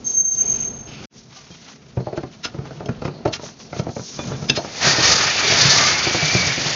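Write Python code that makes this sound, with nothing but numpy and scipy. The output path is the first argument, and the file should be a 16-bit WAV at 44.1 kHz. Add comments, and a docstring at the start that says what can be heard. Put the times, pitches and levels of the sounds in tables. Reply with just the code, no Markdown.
"""A wrench works a nut under a sink, close up: steel scrapes and clinks, basin and pipes knock, and the
cabinet gives each hit a dull tail. Before that, a stiff valve stem squeals by stick-slip and the sound
drops out for a moment. Skin and hoses rub underneath as grainy friction noise. At last the loosened
joint sprays: a loud, sputtering hiss with faint whistles from the gap."""
import sys
import numpy as np
from scipy import signal
from scipy.io import wavfile
from scipy.ndimage import uniform_filter1d

SR = 44100
rng = np.random.default_rng(int(sys.argv[2]) if len(sys.argv) > 2 else 0)


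def file_out(sig):
    """Save sig as 16-bit WAV at sys.argv[1]."""
    # one column per channel
    cols = np.atleast_2d(sig).T
    # limit, then scale
    lim = np.clip(cols, -1, 1)
    pcm = np.round(lim * 32767).astype(np.int16)
    wavfile.write(sys.argv[1], SR, pcm)


N = 297675


def undb(db):
    """Decibels to gain."""
    return 10 ** (np.asarray(db) / 20)


def unit(x):
    """Scale to rms 1."""
    return x / np.sqrt(np.mean(x ** 2))


def unit_peak(x):
    """Scale to peak 1."""
    return x / np.abs(x).max()


def bump(t, centre, half):
    """A bell-shaped swell of height 1."""
    return np.exp(-((t - centre) / half) ** 2)


def walk(rate):
    """Smooth random drift: levels held 1 / rate s and slewed twice; rms 1."""
    hold = int(SR / rate)
    steps = np.repeat(rng.standard_normal(N // hold + 1), hold)
    return unit(uniform_filter1d(uniform_filter1d(steps, hold), hold)[:N])


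def add(out, x, s):
    """Mix x into out from time s."""
    i = int(s * SR)
    out[i:i + len(x)] += x[:N - i]


def gains(table):
    """One gain curve per level column of rows (time [s], level [dB], ...); silent outside them."""
    times, *columns = np.transpose(table)
    return (undb(np.interp(np.arange(N) / SR, times, db, -120, -120)) for db in columns)


def resonate(x, peaks):
    """Parallel resonances (centre [Hz], width [Hz], level [dB]) of alternating polarity."""
    return sum((-1) ** k * undb(db) * signal.lfilter(*signal.iirpeak(hz, hz / width, fs=SR), x)
               for k, (hz, width, db) in enumerate(peaks))


def friction(peaks, flicker_db, grain_db):
    """Dense uneven grains of noise through resonances that each flicker on their own."""
    grain = undb(grain_db * walk(120))
    return unit(sum(undb(flicker_db * walk(12)) * resonate(grain * rng.standard_normal(N), [peak])
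                    for peak in peaks))


def ring(push, modes, detune, centre_hz=None, db_per_octave=11):
    """A push rings decaying modes, a little different each hit, favouring any near centre_hz; peak 1."""
    t = np.arange(len(push)) / SR
    body = 0
    for hz, db, t60 in modes:
        weight, shift = rng.standard_normal(2)
        gain = undb(db + 2 * weight - db_per_octave * abs(np.log2(hz / (centre_hz or hz))))
        body = body + gain * np.sin(2 * np.pi * hz * (1 + detune * shift) * t) * 1000 ** (-t / t60)
    return unit_peak(signal.fftconvolve(push, body)[:len(push)])


def in_cabinet(hit):
    """The cabinet adds a short dull tail, coloured differently for each hit."""
    t = np.arange(int(.25 * SR)) / SR
    echo = resonate(rng.standard_normal(len(t)), [(500, 1220, 0)]) * 1000 ** (-t / 0.19) * (t > .003)
    tail = signal.fftconvolve(hit, echo / np.sqrt(np.sum(echo ** 2)))[:len(hit)]
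    return hit + undb(-14.5) * tail


def rubbing():
    """Sliding hands and hoses make a bed of hiss, rasp and rumble; single strokes swell out of it."""
    # the bed, joined late by the joint's first seep: (time [s], hiss [dB], rasp [dB], rumble [dB])
    bed = [(0, -53.5, -58.5, -41), (.3, -59.5, -67, -42.5), (.4, -50, -55, -36), (.63, -49.5, -61, -34.5),
           (.75, -57, -56, -36.5), (.85, -58, -56.5, -38.5), (1.05, -51.5, -50, -36.5),
           (1.13, -54.5, -56.5, -48.5), (1.9, -60, -55.5, -49), (2.3, -56.5, -55.5, -47.5),
           (2.6, -59, -55.5, -40), (3.3, -64, -57, -35.5), (3.55, -55.5, -52.5, -46), (3.85, -52, -61, -37),
           (3.98, -37, -56, -51), (4.3, -39.5, -40.5, -28.5), (4.65, -43.5, -63, -42.5),
           (4.8, -41, -36, -50)]
    # strokes of skin or sleeve: (middle [s], half length [s], hiss [dB], rasp against hiss [dB])
    strokes = [(0.086, 0.065, -48.5, -10), (0.583, 0.091, -57, -5), (1.053, 0.021, -50, -18),
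               (1.185, 0.025, -50, -19), (1.374, 0.053, -49.5, 2.5), (1.54, 0.056, -62, 8),
               (1.683, 0.063, -49.5, 1), (2.338, 0.016, -62.5, 9), (2.668, 0.019, -68.5, 22),
               (2.75, 0.029, -62.5, 11), (3.349, 0.021, -29.5, -7), (3.46, 0.047, -39, -5),
               (3.624, 0.04, -47, -19), (3.776, 0.026, -45.5, 1)]
    # a hose drags over an edge: (start [s], release [s], level [dB])
    hose_drags = [(0.376, 0.631, -44.5), (0.867, 1.075, -43.5)]
    # colours of hiss, rasp, cabinet rumble and hose: (centre [Hz], width [Hz], level [dB])
    hiss_bands = [(4070, 880, -5.5), (4600, 630, -6.5), (5630, 1200, 0.5), (6360, 950, -1.5)]
    rasp_bands = [(945, 1200, 7.5), (1380, 130, 6), (2430, 1200, -1), (3000, 2900, 5.5)]
    rumble_bands = [(41, 31, -2), (138, 33, 2), (225, 45, -3.5), (410, 78, -11), (664, 95, -15.5)]
    hose_bands = [(330, 200, 4.5), (684, 240, -12.5), (1380, 270, 0.5), (2400, 280, 1.5), (2820, 680, 1.5),
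                  (3320, 450, -7.5), (4950, 920, -1)]
    drag_rise_s, drag_fall_s = 0.011, 0.054
    t = np.arange(N) / SR
    hiss, rasp, rumble = gains(bed)
    for s, half, db, rasp_db in strokes:
        stroke = undb(db) * bump(t, s, half)
        hiss += stroke
        rasp += undb(rasp_db) * stroke
    drag = sum(undb(db) * np.interp(t, [on, on + drag_rise_s, off, off + drag_fall_s], [0, 1, 1, 0])
               for on, off, db in hose_drags)
    # a faint narrow hiss comes in abruptly at 2 s and slowly fades through the rest of the scene
    thin_hiss = undb(-58) * (t >= 2) * (7 - t) / 6.5
    return (thin_hiss * friction([(4352, 397, 0)], flicker_db=3.0, grain_db=1.3)
            + hiss * friction(hiss_bands, flicker_db=2.0, grain_db=1.9)
            + rasp * friction(rasp_bands, flicker_db=1.7, grain_db=3.0)
            + rumble * friction(rumble_bands, flicker_db=3.46, grain_db=0.24)
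            + drag * friction(hose_bands, flicker_db=1.5, grain_db=1.5))


def valve_squeal():
    """Stick-slip drives two close high modes that beat unevenly and die away when the stem stops."""
    # the stem turns: (time [s], level [dB], upper tone against lower [dB])
    turn = [(0.044, -35, -13), (0.069, -17.5, -9), (0.201, -15, -4.5), (.27, -19, -7), (.39, -18, -1),
            (.56, -22.5, 1.5), (.65, -19.5, -6.5), (.69, -31, -1)]
    # it loses its grip and the tone dips: (middle [s], half length [s])
    slips = [(0.119, 0.012), (0.234, 0.013), (0.357, 0.0095), (0.441, 0.013), (0.583, 0.014)]
    # it grinds roughly: (middle [s], half length [s])
    grinds = [(0.087, 0.045), (0.353, .035)]
    pitch_hz, wander_hz, beat_hz, beat_wander_hz = 6362, 8, 40, 8
    flicker_db, halo_db, grind_db, fade_db_per_s = 2.6, -28.5, -19, 82.5
    t = np.arange(N) / SR
    times, db, upper_db = np.transpose(turn)
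    level_db = np.interp(t, times, db, -120) - fade_db_per_s * np.maximum(t - times[-1], 0)
    upper_gain = undb(np.interp(t, times, upper_db))
    # the pair shifts so that the stronger tone lies nearer the pitch
    centre_hz = pitch_hz + wander_hz * walk(4.3) + (1 - upper_gain) * beat_hz / 2
    phase = np.cumsum(2 * np.pi * centre_hz / SR)
    beat = np.cumsum(np.pi * (beat_hz + beat_wander_hz * walk(25.23)) / SR)
    lower = undb(flicker_db * walk(40)) * np.sin(phase - beat)
    upper = undb(flicker_db * walk(40)) * upper_gain * np.sin(phase + beat)
    grip = 1 - .85 * sum(bump(t, s, half) for s, half in slips)
    roughness = undb(halo_db) + undb(grind_db) * sum(bump(t, s, half) for s, half in grinds)
    halo = roughness * unit(resonate(rng.standard_normal(N), [(pitch_hz, 500, 0)]))
    return undb(level_db) * ((lower + upper) * grip + halo)


def wrench_clinks():
    """Steel on steel: each short scrape swells, makes one firm contact and rings a part."""
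    # contacts: (time [s], level [dB], rise [ms], part that rings)
    clinks = [(1.366, -35, 4, "wheel"), (1.514, -39, 4.7, "slider"), (2.175, -30.5, 12, "jaw"),
              (2.453, -12, 13.8, "jaw"), (2.86, -26.5, 2.1, "jaw"), (3.06, -29, 21, "jaw"),
              (3.28, -26, 10, "jaw"), (3.338, -11.5, 8, "jaw"), (3.797, -25, 6.5, "jaw"),
              (4.19, -28, 0.72, "nut"), (4.33, -36, .8, "nut"), (4.445, -28, 7.4, "jaw"),
              (4.492, -14.5, 6.8, "handle"), (4.501, -1.5, 3.8, "handle"), (4.57, -10.5, 16, "jaw")]
    # modes of jaw, handle, nut, adjusting wheel and loose slide: (pitch [Hz], level [dB], t60 [s])
    jaw = [(1416, 2, .06), (2290, 0, .045), (2785, -2, .09), (3074, -2, .06), (3190, -1, .06),
           (3430, -9, .12), (3920, 1, .05), (4200, -4, .07), (4344, 2, .07), (4657, -2, .06),
           (5190, 2, .07), (5540, -2, .05), (6250, 2, .08)]
    handle = [(2650, -1, .018), (3750, 1, .022), (5110, 7, .03), (6250, 5, .025), (5150, -11, .1)]
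    nut = [(1303, -8, .06), (2390, 0, .24), (3470, -3, .22)]
    wheel = [(760, -2, .1), (1180, 0, .16), (2950, 0, .18), (3900, -5, .08), (4350, -5, .08)]
    slider = [(850, 1, .13), (1475, -3, .15), (2430, -6, .1), (3195, 0, .14), (4050, -6, .1)]
    modes = dict(jaw=jaw, handle=handle, nut=nut, wheel=wheel, slider=slider)
    ring_db = dict(jaw=-5, handle=2, nut=9, wheel=20, slider=20)  # against the scrape
    lead_s, fall_per_rise = .05, 0.68
    out = np.zeros(N)
    t = np.arange(int(.4 * SR)) / SR - lead_s
    contact = 7.1 * (np.abs(t) < .6 / SR)  # one sample at the height of the scrape
    for s, db, rise_ms, part in clinks:
        rise_s = rise_ms / 1000
        swell = np.where(t < 0, bump(t, 0, rise_s), np.exp(-np.abs(t) / (fall_per_rise * rise_s)))
        scrape = resonate(rng.standard_normal(len(t)), [(4270, 6700, 0.01)]) * swell
        ringing = undb(ring_db[part]) * ring(scrape + contact, modes[part], detune=0.0077)
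        clink = unit_peak(unit_peak(scrape) + ringing)
        add(out, undb(db) * in_cabinet(clink), s - lead_s)
    return out


def basin_knocks():
    """Ragged blows a few ms long: the pipes knock, the bowl thuds, the fittings tap with a bright tick."""
    # blows: (time [s], level [dB], knock centre [Hz], thud against knock [dB], tap against knock [dB])
    blows = [(1.502, -32, 347, 0.5, -4), (1.971, -10.5, 245, -1, -17.5), (2.003, -20, 410, -17, -7.5),
             (2.068, -13.5, 620, -14, -12.5), (2.128, -14, 500, -29, -12), (2.174, -11.5, 330, -11, -5.5),
             (2.233, -16, 254, -9, -5.5), (2.452, -22, 298, -21, 1), (2.543, -21, 420, -9, -8.5),
             (2.586, -20.5, 250, 1.5, -7), (2.653, -31.5, 498, -23, 5), (2.706, -26.5, 570, -29, 3),
             (2.804, -18, 570, -8.5, -5), (2.858, -19, 417, -13, -18), (2.889, -13, 250, -6.5, -1),
             (3.019, -15, 398, -12, -4), (3.05, -17.5, 409, -1, 3.5), (3.078, -16, 250, -11, -0.5),
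             (3.255, -3, 454, -25, -6.5), (3.281, -23.5, 350, 1, -15), (3.394, -28, 393, -6, 4),
             (3.431, -24, 630, -23, -28), (3.728, -18.5, 500, -17, 1), (3.763, -20, 396, -11, -8),
             (3.794, -15.5, 415, 0, 1.5), (3.866, -13.5, 430, -15, -16), (3.89, -24, 590, 3.5, 0),
             (3.964, -13.5, 440, -41, -9), (3.993, -24, 439, -0.5, 1.5), (4.189, -17, 600, -32, 1),
             (4.276, -23.5, 250, 3, -33), (4.317, -20, 589, -2.5, 2), (4.423, -20, 247, 1, -2),
             (4.496, -9, 247, -10, -10), (4.573, -10, 480, -15, -5), (4.585, -15, 607, -17, -15),
             (4.645, -22, 740, -14, 5.5), (4.868, -16, 567, 1, 3), (4.981, -9, 570, -10, -9),
             (5.109, -21, 605, -18, -4), (5.52, -11, 625, -11, -18), (5.651, -18, 453, 6.5, 2),
             (6.068, -8.5, 383, -18.5, -29), (6.145, -10.5, 581, -5, -6), (6.225, -16.5, 585, -1, -22.5),
             (6.348, -8.5, 250, -3.5, -6), (6.468, -31.5, 460, 13, -8), (6.575, -14, 380, -14, -11),
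             (6.657, -17.5, 726, -4.5, -21)]
    # modes of pipes and frame, basin bowl and plastic fittings: (pitch [Hz], level [dB], t60 [s])
    pipe_modes = [(254, -2, .04), (360, 2, .035), (447, -1, .022), (534, -1, .02), (625, 3, .024),
                  (700, 1, .025), (810, -3, .025)]
    bowl_modes = [(137, -0.5, 0.14), (168, -5.5, 0.17), (243, -5, 0.11)]
    fitting_modes = [(900, -2, .007), (1310, -1, .012), (1620, -1, .006), (1950, -1, .006), (2300, 0, .008)]
    lead_s, scuffle_s, contact_at_s, contact_half_s = .005, .0035, .008, .0002
    bounce_s, bounce_db = .0045, -5
    out = np.zeros(N)
    t = np.arange(int(.3 * SR)) / SR
    click = np.arange(len(t)) == int(contact_at_s * SR)
    # the bowl is pushed in and springs back
    flex = np.gradient(np.maximum(t - contact_at_s / 2, 0) ** 2 * np.exp(-t / .0015))
    for s, db, hz, thud_db, tap_db in blows:
        scuffle = rng.standard_normal(len(t)) * t ** 2 * np.exp(-t / scuffle_s)
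        force = np.abs(scuffle).max()
        # a firm contact and its rebound stand out of the scuffle
        rebound_at_s = contact_at_s + bounce_s * (1 + .2 * rng.standard_normal())
        rebound = undb(bounce_db) * bump(t, rebound_at_s, contact_half_s)
        contact = bump(t, contact_at_s, contact_half_s) - rebound
        push = scuffle + 12.0 * force * contact / (contact_half_s * SR)
        # loose parts rattle on around the knock's pitch
        band = [(hz, 450, 0)]
        rattle = resonate(resonate(rng.standard_normal(len(t)), band), band) * t * np.exp(-t / 0.011)
        knock = ring(push, pipe_modes, detune=.04, centre_hz=hz) + undb(-15) * unit_peak(rattle)
        tick = resonate(scuffle + 2 * force * click, [(4150, 1800, 0)])
        tap = ring(push, fitting_modes, detune=.06) + undb(-15.5) * unit_peak(tick)
        thud = ring(flex, bowl_modes, detune=0.059)
        hit = knock + undb(thud_db) * thud + undb(tap_db) * tap
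        add(out, undb(db) * in_cabinet(hit), s - lead_s)
    return signal.sosfilt(signal.butter(2, 75, "high", fs=SR, output="sos"), out)


def flutter(cycles):
    """A tone shaken by quick noise into a narrow, breathy band."""
    phase = 2 * np.pi * cycles
    return (.8 + .8 * walk(150)) * np.sin(phase) + .8 * walk(150) * np.cos(phase)


def spray():
    """The loosened joint sputters in three shifting bands of hiss; a low rush follows the brightest."""
    # the jet's hiss: (time [s], bright [dB], hollow [dB], middle [dB])
    jet = [(4.62, -47.5, -60, -48), (4.8, -29.5, -48, -36), (4.83, -17.5, -28, -22),
           (4.89, -15, -23, -22.5), (4.98, -21.5, -30, -29), (5.052, -15, -23.5, -20),
           (5.1, -15, -29, -22.5), (5.16, -18.5, -28, -26.5), (5.28, -21.5, -24.5, -22),
           (5.35, -23, -37, -25), (5.42, -22.5, -25.5, -25.5), (5.5, -19, -32.5, -18),
           (5.62, -15, -25.5, -21), (5.78, -15.5, -26, -23), (5.89, -16.5, -27, -21),
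           (5.96, -23, -31, -25.5), (6.49, -22.5, -35, -26), (6.57, -28.5, -39, -28),
           (6.66, -22.5, -36, -26), (6.75, -24.5, -40, -28.5)]
    # colours of the three hisses and the rush: (centre [Hz], width [Hz], level [dB])
    bright_bands = [(3610, 160, -2), (4620, 800, 1.5), (5780, 1200, -2), (6760, 1400, -5)]
    hollow_bands = [(832, 580, -4.5), (1242, 160, 0.5), (1470, 380, 0.5)]
    middle_bands = [(1830, 490, 5), (2290, 650, 6.5), (2900, 1200, 2)]
    rush_bands = [(116, 82, -0.5), (220, 120, -12), (398, 130, -8), (665, 330, -6)]
    full_jet_db, rush_db = -13.5, -23.5
    bright, hollow, middle = gains(jet)
    flowing = np.arange(N) / SR > jet[0][0]
    rush = flowing * undb(rush_db) * (bright / undb(full_jet_db)) ** 0.75
    return (rush * friction(rush_bands, flicker_db=1.3, grain_db=1.1)
            + hollow * friction(hollow_bands, flicker_db=1.5, grain_db=1.2)
            + middle * friction(middle_bands, flicker_db=1.2, grain_db=1.2)
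            + bright * friction(bright_bands, flicker_db=.7, grain_db=1.8))


def leak_whistles():
    """The leaking gap whistles in short notes and one long one that wanders as the gap shifts."""
    # short notes: (start [s], loudest [s], end [s], pitch [Hz], level [dB])
    short_notes = [(4.81, 4.87, 5.04, 1850, -25), (5.0, 5.07, 5.14, 1860, -22),
                   (5.1, 5.29, 5.33, 1780, -28), (5.01, 5.1, 5.32, 1210, -28), (5.42, 5.47, 5.53, 430, -27),
                   (5.52, 5.56, 5.62, 1340, -29), (5.58, 5.72, 5.78, 1740, -24),
                   (5.69, 5.87, 5.95, 1220, -26)]
    # long note: (time [s], pitch [Hz], level [dB])
    long_note = [(5.38, 2380, -40), (5.46, 2370, -25), (5.55, 2380, -31), (5.63, 2390, -34),
                 (5.68, 2150, -27), (5.92, 2120, -28), (6.05, 2310, -29), (6.18, 2270, -28),
                 (6.22, 2330, -26), (6.37, 2350, -24), (6.41, 2265, -24), (6.5, 2255, -25),
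                 (6.6, 2220, -40)]
    t = np.arange(N) / SR
    drift = np.cumsum(24 * walk(45)) / SR  # 24 Hz of waver shared by all notes
    short = sum(undb(db) * np.sqrt(np.interp(t, [start, top, end], [0, 1, 0])) * flutter(hz * t + drift)
                for start, top, end, hz, db in short_notes)
    times, hz, db = np.transpose(long_note)
    glide = np.cumsum(np.interp(t, times, hz)) / SR
    return short + undb(np.interp(t, times, db, -120, -120)) * flutter(glide + drift)


def scene():
    """Handwork, leak and valve, mixed in mono."""
    handwork = basin_knocks() + wrench_clinks() + rubbing()
    leak = .7 * leak_whistles() + spray()
    return (handwork + leak + valve_squeal())[None]


def record(dry):
    """The sound drops out and fades back in; a phone rounds the peaks, thins the bass and cuts the top."""
    # the phone's treble roll-off: (frequency [Hz], gain [dB])
    roll_off = [(6400, 0), (7000, -6), (7400, -22), (7750, -46), (7900, -80)]
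    stop_s, resume_s, full_s = 1.057, 1.095, 1.149
    low_cut_hz, high_cut_hz, noise_floor_db = 70, 7780, -100
    t = np.arange(N) / SR
    gate = np.interp(t, [stop_s - .001, stop_s, resume_s, full_s], [1, 0, 0, 1]) ** 2
    sound = np.tanh(0.93 * dry * gate) / 0.81
    sound = signal.sosfilt(signal.butter(2, low_cut_hz, "high", fs=SR, output="sos"), sound)
    hz, db = np.transpose(roll_off)
    grid = np.linspace(0, SR / 2, 1025)
    dulling = signal.firwin2(301, grid, undb(np.interp(grid, hz, db)), fs=SR)
    sound = signal.fftconvolve(sound, dulling[None], "same")
    sound = sound + undb(noise_floor_db) * rng.standard_normal(dry.shape)
    return signal.sosfilt(signal.ellip(10, .2, 40, high_cut_hz, fs=SR, output="sos"), sound)


dry = scene()
out = record(dry)
file_out(out)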